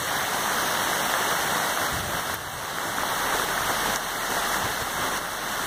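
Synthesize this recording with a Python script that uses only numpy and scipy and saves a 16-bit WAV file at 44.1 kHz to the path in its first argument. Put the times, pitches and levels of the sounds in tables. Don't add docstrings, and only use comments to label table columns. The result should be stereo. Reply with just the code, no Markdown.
import sys
import numpy as np
from scipy import signal
from scipy.fft import rfft, irfft, next_fast_len
from scipy.io import wavfile
from scipy.ndimage import uniform_filter1d

SR = 44100
rng = np.random.default_rng(int(sys.argv[2]) if len(sys.argv) > 2 else 0)


def magnitude_from_level(level_db):
    exponent = np.asarray(level_db, float) / 20
    return 10 ** exponent


def bounce(signal):
    frames = np.transpose(np.atleast_2d(signal))
    limited = np.clip(frames, -1, 1)
    pcm = np.round(limited * 32767).astype(np.int16)
    wavfile.write(sys.argv[1], SR, pcm)


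N = 249606

# (frequency [Hz], level per hertz [dB])
WASH_SPECTRUM = [(20, -13), (45, -8.5), (150, 6), (300, -0.5), (600, -2), (900, -3), (1300, -1),
                 (1900, 1.5), (2300, -2), (3500, -10.5), (6000, -9.5), (9000, -13), (12000, -12.5),
                 (16000, -13.5)]
# (frequency [Hz], correlation [-1..1])
PORT_LIKENESS = [(40, 0.96), (200, 0.96), (600, 0.77), (1200, 0.23), (1900, -0.2), (2600, 0.058),
                 (5000, -0.054), (15000, -0.089)]
# (time [s], peak level [dB], pitch [Hz])
LEAF_THUDS = [(0.068, -22, 1190), (0.584, -20, 1560), (0.872, -14, 1270), (0.931, -6.5, 1550),
              (1.138, -7.5, 1520), (1.225, -8, 1660), (1.254, -16, 874), (1.401, -14, 775),
              (1.773, -12, 1280), (2.132, -18, 825), (2.296, -16, 760), (2.784, -9, 1730),
              (2.983, -10, 1570), (3.033, -11, 890), (3.324, -9, 1230), (3.331, -17.5, 1240),
              (3.337, -12, 999), (3.349, -13, 600), (3.397, -10.5, 1350), (3.419, -9, 1540),
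              (3.577, -10, 1620), (3.606, -13, 993), (3.859, -12.5, 850), (3.937, -16, 1270),
              (4.366, -11.5, 710), (4.543, -6, 1740), (4.871, -18, 660), (5.038, -16.5, 1250),
              (5.134, -27, 1340)]
# (time [s], left port level [dB], right port level [dB], pitch [Hz], length [ms])
CASING_TICKS = [
    (2.3439, -29, -5, 13800, 0.73),
    (2.3447, -30, -20, 13000, .8),
    (3.9602, -8.5, -7.5, 6100, 0.89),
    (5.174, -20, -12.5, 6700, 0.75),
]
# (time of peak [s], peak level [dB], fading time [s])
GUST_PUFFS = [(0.0, -23, .08), (.16, -23, 0.065), (1.83, -31, .1), (1.93, -18.5, 0.3), (2.08, -26, 0.037),
              (2.13, -40, 0.071), (2.32, -28, 0.14), (2.45, -26, 0.055), (2.55, -25, 0.054),
              (2.63, -34, .06), (2.73, -32, .04), (2.86, -28, 0.12), (3.01, -29, .06), (2.95, -32.5, .05),
              (3.35, -36, .06), (3.42, -32, .04), (3.5, -26.5, 0.041), (3.6, -20.5, 0.022),
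              (3.655, -24, 0.016), (3.7, -28, 0.018), (4.23, -32, .03), (4.645, -19, 0.036),
              (4.7, -28, 0.061), (4.82, -18, 0.035), (4.92, -31, .02), (4.965, -27, .02), (5.0, -19, 0.033),
              (5.64, -30, .04)]
# (frequency [Hz], level per hertz [dB])
WIND_SPECTRUM = [(10, -30), (30, -10), (60, 4), (100, 6), (160, 2), (250, -17), (400, -18), (800, -52)]
# (time [s], swell [dB], length [s])
LEAF_SHEDS = [(0.426, 0.5, 0.047), (.92, 0, 0.073), (1.137, 0.4, 0.11), (1.33, 0.5, 0.29), (2.152, 2, .1),
              (2.287, 1, 0.068), (2.782, 2, 0.095), (2.865, 2.5, .08), (3.003, 3, .1), (3.123, 1.5, 0.063),
              (3.237, 1, 0.093), (3.345, 0.5, 0.052), (3.41, -0.5, 0.055), (3.498, 2, 0.088),
              (4.386, 1.2, 0.12), (4.57, 2.5, 0.039), (4.646, 2.5, 0.13), (5.05, 3.5, 0.12),
              (5.138, 3.5, 0.036)]
# (time [s], step [dB])
GAIN_DIPS = [(0.0, 2.5), (0.2, 1.44), (1.72, 1.26), (1.865, 3), (2.0, 3), (2.198, 2), (2.345, 5.5),
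             (2.44, 0.5), (3.05, -0.5), (3.44, 3), (3.6, 0), (3.962, 5.5), (4.56, 3), (4.66, 1.46),
             (4.82, 2.5), (5.01, 1), (5.176, 4.5), (5.3, 0)]
# (frequency [Hz], level [dB])
CROSS_PORT = [(60, -3.5), (1000, -2.5), (3000, -4), (6000, -8), (10000, -13), (15000, -15.5)]
# (frequency [Hz], level [dB])
LEFT_COLOUR = [(60, -2), (500, -2.5), (2000, -1.2), (2600, -2), (3700, -.5), (5000, -3.2), (7000, -3.6),
               (8500, -.5), (11000, -6.5), (13000, -10), (14300, -14), (15400, -24)]
# (frequency [Hz], level difference [dB])
WEAK_LIMIT = [(500, 60), (1200, 17), (2150, 15), (2450, 9.5), (2800, 15), (3700, 9.5), (5000, 9),
              (6200, 11), (7400, 7.5), (8700, 9), (10000, 13), (13000, 20)]
BAND_STARTS = [0, 40, 48, 56, 64, 72, 80, 88, 96, 108, 120, 132, 144, 160, 176, 196, 216, 240, 264, 292] + list(range(320, 1024, 32))

GAP_S = 18 / 44100
DRONE_FROM_S, DRONE_SWELL_S, DRONE_DB = 2.82, 0.55, -43.5
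DRONE_HZ, DRONE_CLIMB_HZ_PER_S = 40.3, 0.66
GUST_RISE_S, GUST_FADE_DB = 0.012, -13.5
WIND_DB, BREEZE_DB = -5.0, -48
RAIN_DB, FIZZ_DB = -23, 2.5
SHED_FIZZ = 0.22
DIP_S, RECOVER_DB_PER_S = 0.019, 9
EDGE_HZ, FRAME_LEAD = 15560, 466


def evened(x):
    return x / np.sqrt(np.mean(x ** 2) + 1e-20)


def read(points, hz):
    f, value = np.transpose(points)
    return np.interp(np.log(hz + 1), np.log(f + 1), value)


def add(mix, s, sound):
    part = mix[round(s * SR):][:len(sound)]
    part += sound[:len(part)]


def blip(hz, turns):
    u = np.arange(int(4 * turns * SR / hz) + 8) * hz / SR / turns
    shape = u * np.exp(1 - 2 * u) * 2 * np.exp(-u * u / 4)
    return shape * np.sin(2 * np.pi * u * turns)


def drone():
    t = np.arange(N) / SR - DRONE_FROM_S
    tone = np.sin(2 * np.pi * np.cumsum(DRONE_HZ + DRONE_CLIMB_HZ_PER_S * t) / SR)
    port_db = np.array([[2], [9]])
    return magnitude_from_level(DRONE_DB + port_db) * np.clip(t / DRONE_SWELL_S, 0, 1) * tone


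def wind(shared):
    hz = np.fft.rfftfreq(N, 1 / SR)
    colour = magnitude_from_level(read(WIND_SPECTRUM, hz))
    push, common = (evened(irfft(rfft(noise) * colour, N)) for noise in rng.standard_normal((2, N)))
    t = np.arange(N) / SR
    level = magnitude_from_level(BREEZE_DB)
    for s, db, fade_s in GUST_PUFFS:
        away = np.where(t < s, (s - t) / GUST_RISE_S, (t - s) / fade_s)
        level = level + magnitude_from_level(db + GUST_FADE_DB * away)
    return magnitude_from_level(WIND_DB) * level * np.array([shared * common + 1.3 * push, shared * common - 0.41 * push])


def shed_db(t):
    return sum(db * np.exp(-(2 * (t - s) / length_s) ** 2) for s, db, length_s in LEAF_SHEDS)


def wash(patchy_db, flicker_db):
    frames, hz = N // 128 + 9, np.fft.rfftfreq(512, 1 / SR)
    t = np.arange(frames) * 128 / SR
    a, b, c, d, patches = rng.standard_normal((frames, 257, 5)).T
    patches = uniform_filter1d(patches, size=9, axis=0)
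    patches = evened(uniform_filter1d(patches, size=20, axis=1))
    flicker = evened(uniform_filter1d(rng.standard_normal(frames), size=10))
    same = np.clip(read(PORT_LIKENESS, hz), -1, 1)[:, None]
    left, own = a + 1j * b, c + 1j * d
    z = np.array([left, same * left + np.sqrt(1 - same ** 2) * own])
    treble = np.clip(np.log2(hz / 1500 + 1e-9), 0, 1)[:, None]
    fizz_db = (FIZZ_DB - (1 - SHED_FIZZ) * shed_db(t)) * treble
    z *= magnitude_from_level(read(WASH_SPECTRUM, hz)[:, None] + fizz_db + patchy_db * patches + flicker_db * flicker)
    return evened(signal.istft(z, nperseg=512, noverlap=384)[1][:, :N])


def patter(per_s, spread_db, lo_hz, hi_hz, turns, count):
    falls = rng.random(N) < per_s / SR
    size = magnitude_from_level(spread_db * np.minimum(rng.exponential(1, N), 4)) * falls
    patch, out = rng.integers(0, count, N), np.zeros((2, N))
    for k, hz in enumerate(np.geomspace(lo_hz, hi_hz, count)):
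        drops = signal.oaconvolve(size * (patch == k), blip(hz, turns))[:N]
        lag = round(rng.uniform(-1, 1) * GAP_S * SR)
        out += [drops, np.roll(drops, lag)]
    return evened(out)


def near_drops():
    out = np.zeros((2, N))
    for s, db, hz in LEAF_THUDS:
        for port in out:
            add(port, s + .001, magnitude_from_level(db - 6) * blip(hz, turns=1.5))
    for s, left_db, right_db, hz, ms in CASING_TICKS:
        for port, db in zip(out, (left_db, right_db)):
            add(port, s - .0003, magnitude_from_level(db) * blip(hz, turns=hz * ms / 3000))
    return out


def gain_db():
    t = np.arange(N) / SR
    pushed = sum(db * np.clip((t - s) / DIP_S + (s < DIP_S), 0, 1) for s, db in GAIN_DIPS)
    owed = pushed - RECOVER_DB_PER_S * t
    return np.minimum.accumulate(np.minimum(owed, 0)) - owed


def scene():
    rain = wash(patchy_db=0.76, flicker_db=0.36)
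    rain = rain + magnitude_from_level(-11.0) * patter(500, spread_db=0.0, lo_hz=652, hi_hz=1990, turns=2.6, count=24)
    rain = rain + magnitude_from_level(-18.5) * patter(2500, spread_db=6.5, lo_hz=2510, hi_hz=14000, turns=3.3, count=24)
    rain = magnitude_from_level(RAIN_DB + shed_db(np.arange(N) / SR)) * rain
    return magnitude_from_level(gain_db()) * (rain + drone()) + near_drops() + wind(shared=0.71)


def band_power_db(z, band):
    total = np.add.reduceat(abs(z) ** 2, BAND_STARTS)
    return 10 * np.log10(total / np.bincount(band)[:, None] + 1e-20)[band]


def thin_out(x, quiet_db, mood_db):
    padded = np.pad(x, ((0, 0), (FRAME_LEAD, 0)))
    hz, _, z = signal.stft(padded, SR, window="cosine", nperseg=2048, noverlap=1024)
    band = np.searchsorted(BAND_STARTS, np.arange(len(hz)), "right") - 1
    mood = rng.standard_normal((len(BAND_STARTS), z.shape[2]))
    mood = mood_db * evened(uniform_filter1d(mood, size=3))[band]
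    mid, side = z[0] + z[1], z[0] - z[1]
    lead_db = band_power_db(mid, band) - band_power_db(side, band)
    limit_db = mood - read(WEAK_LIMIT, hz[BAND_STARTS][band])[:, None]
    mid, side = mid * (lead_db > limit_db), side * (-lead_db > limit_db)
    left, right = (mid + side) / 2, (mid - side) / 2
    local_db = 10 * np.log10(uniform_filter1d(abs(left) ** 2, size=5, axis=0) + 1e-20)
    audible = local_db - band_power_db(right, band) > mood - quiet_db
    left = left * (audible | (hz < 9000)[:, None])
    kept = np.array([left, right]) * (hz < EDGE_HZ)[:, None]
    out = signal.istft(kept, SR, window="cosine", nperseg=2048, noverlap=1024)[1]
    return out[:, FRAME_LEAD:FRAME_LEAD + N]


def top_cut(x):
    return signal.sosfilt(signal.butter(12, 16160, fs=SR, output="sos"), x)


def record(dry):
    size = next_fast_len(N + 512)
    hz = np.fft.rfftfreq(size, 1 / SR)
    ports = rfft(dry, size)
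    delay = np.exp(-2j * np.pi * hz * GAP_S)
    aimed = ports - ports[::-1] * magnitude_from_level(read(CROSS_PORT, hz)) * delay
    aimed[0] *= magnitude_from_level(read(LEFT_COLOUR, hz))
    mix = thin_out(irfft(aimed, size)[:, :N], quiet_db=14.5, mood_db=3)
    return top_cut(mix)


dry = scene()
out = record(dry)
bounce(out)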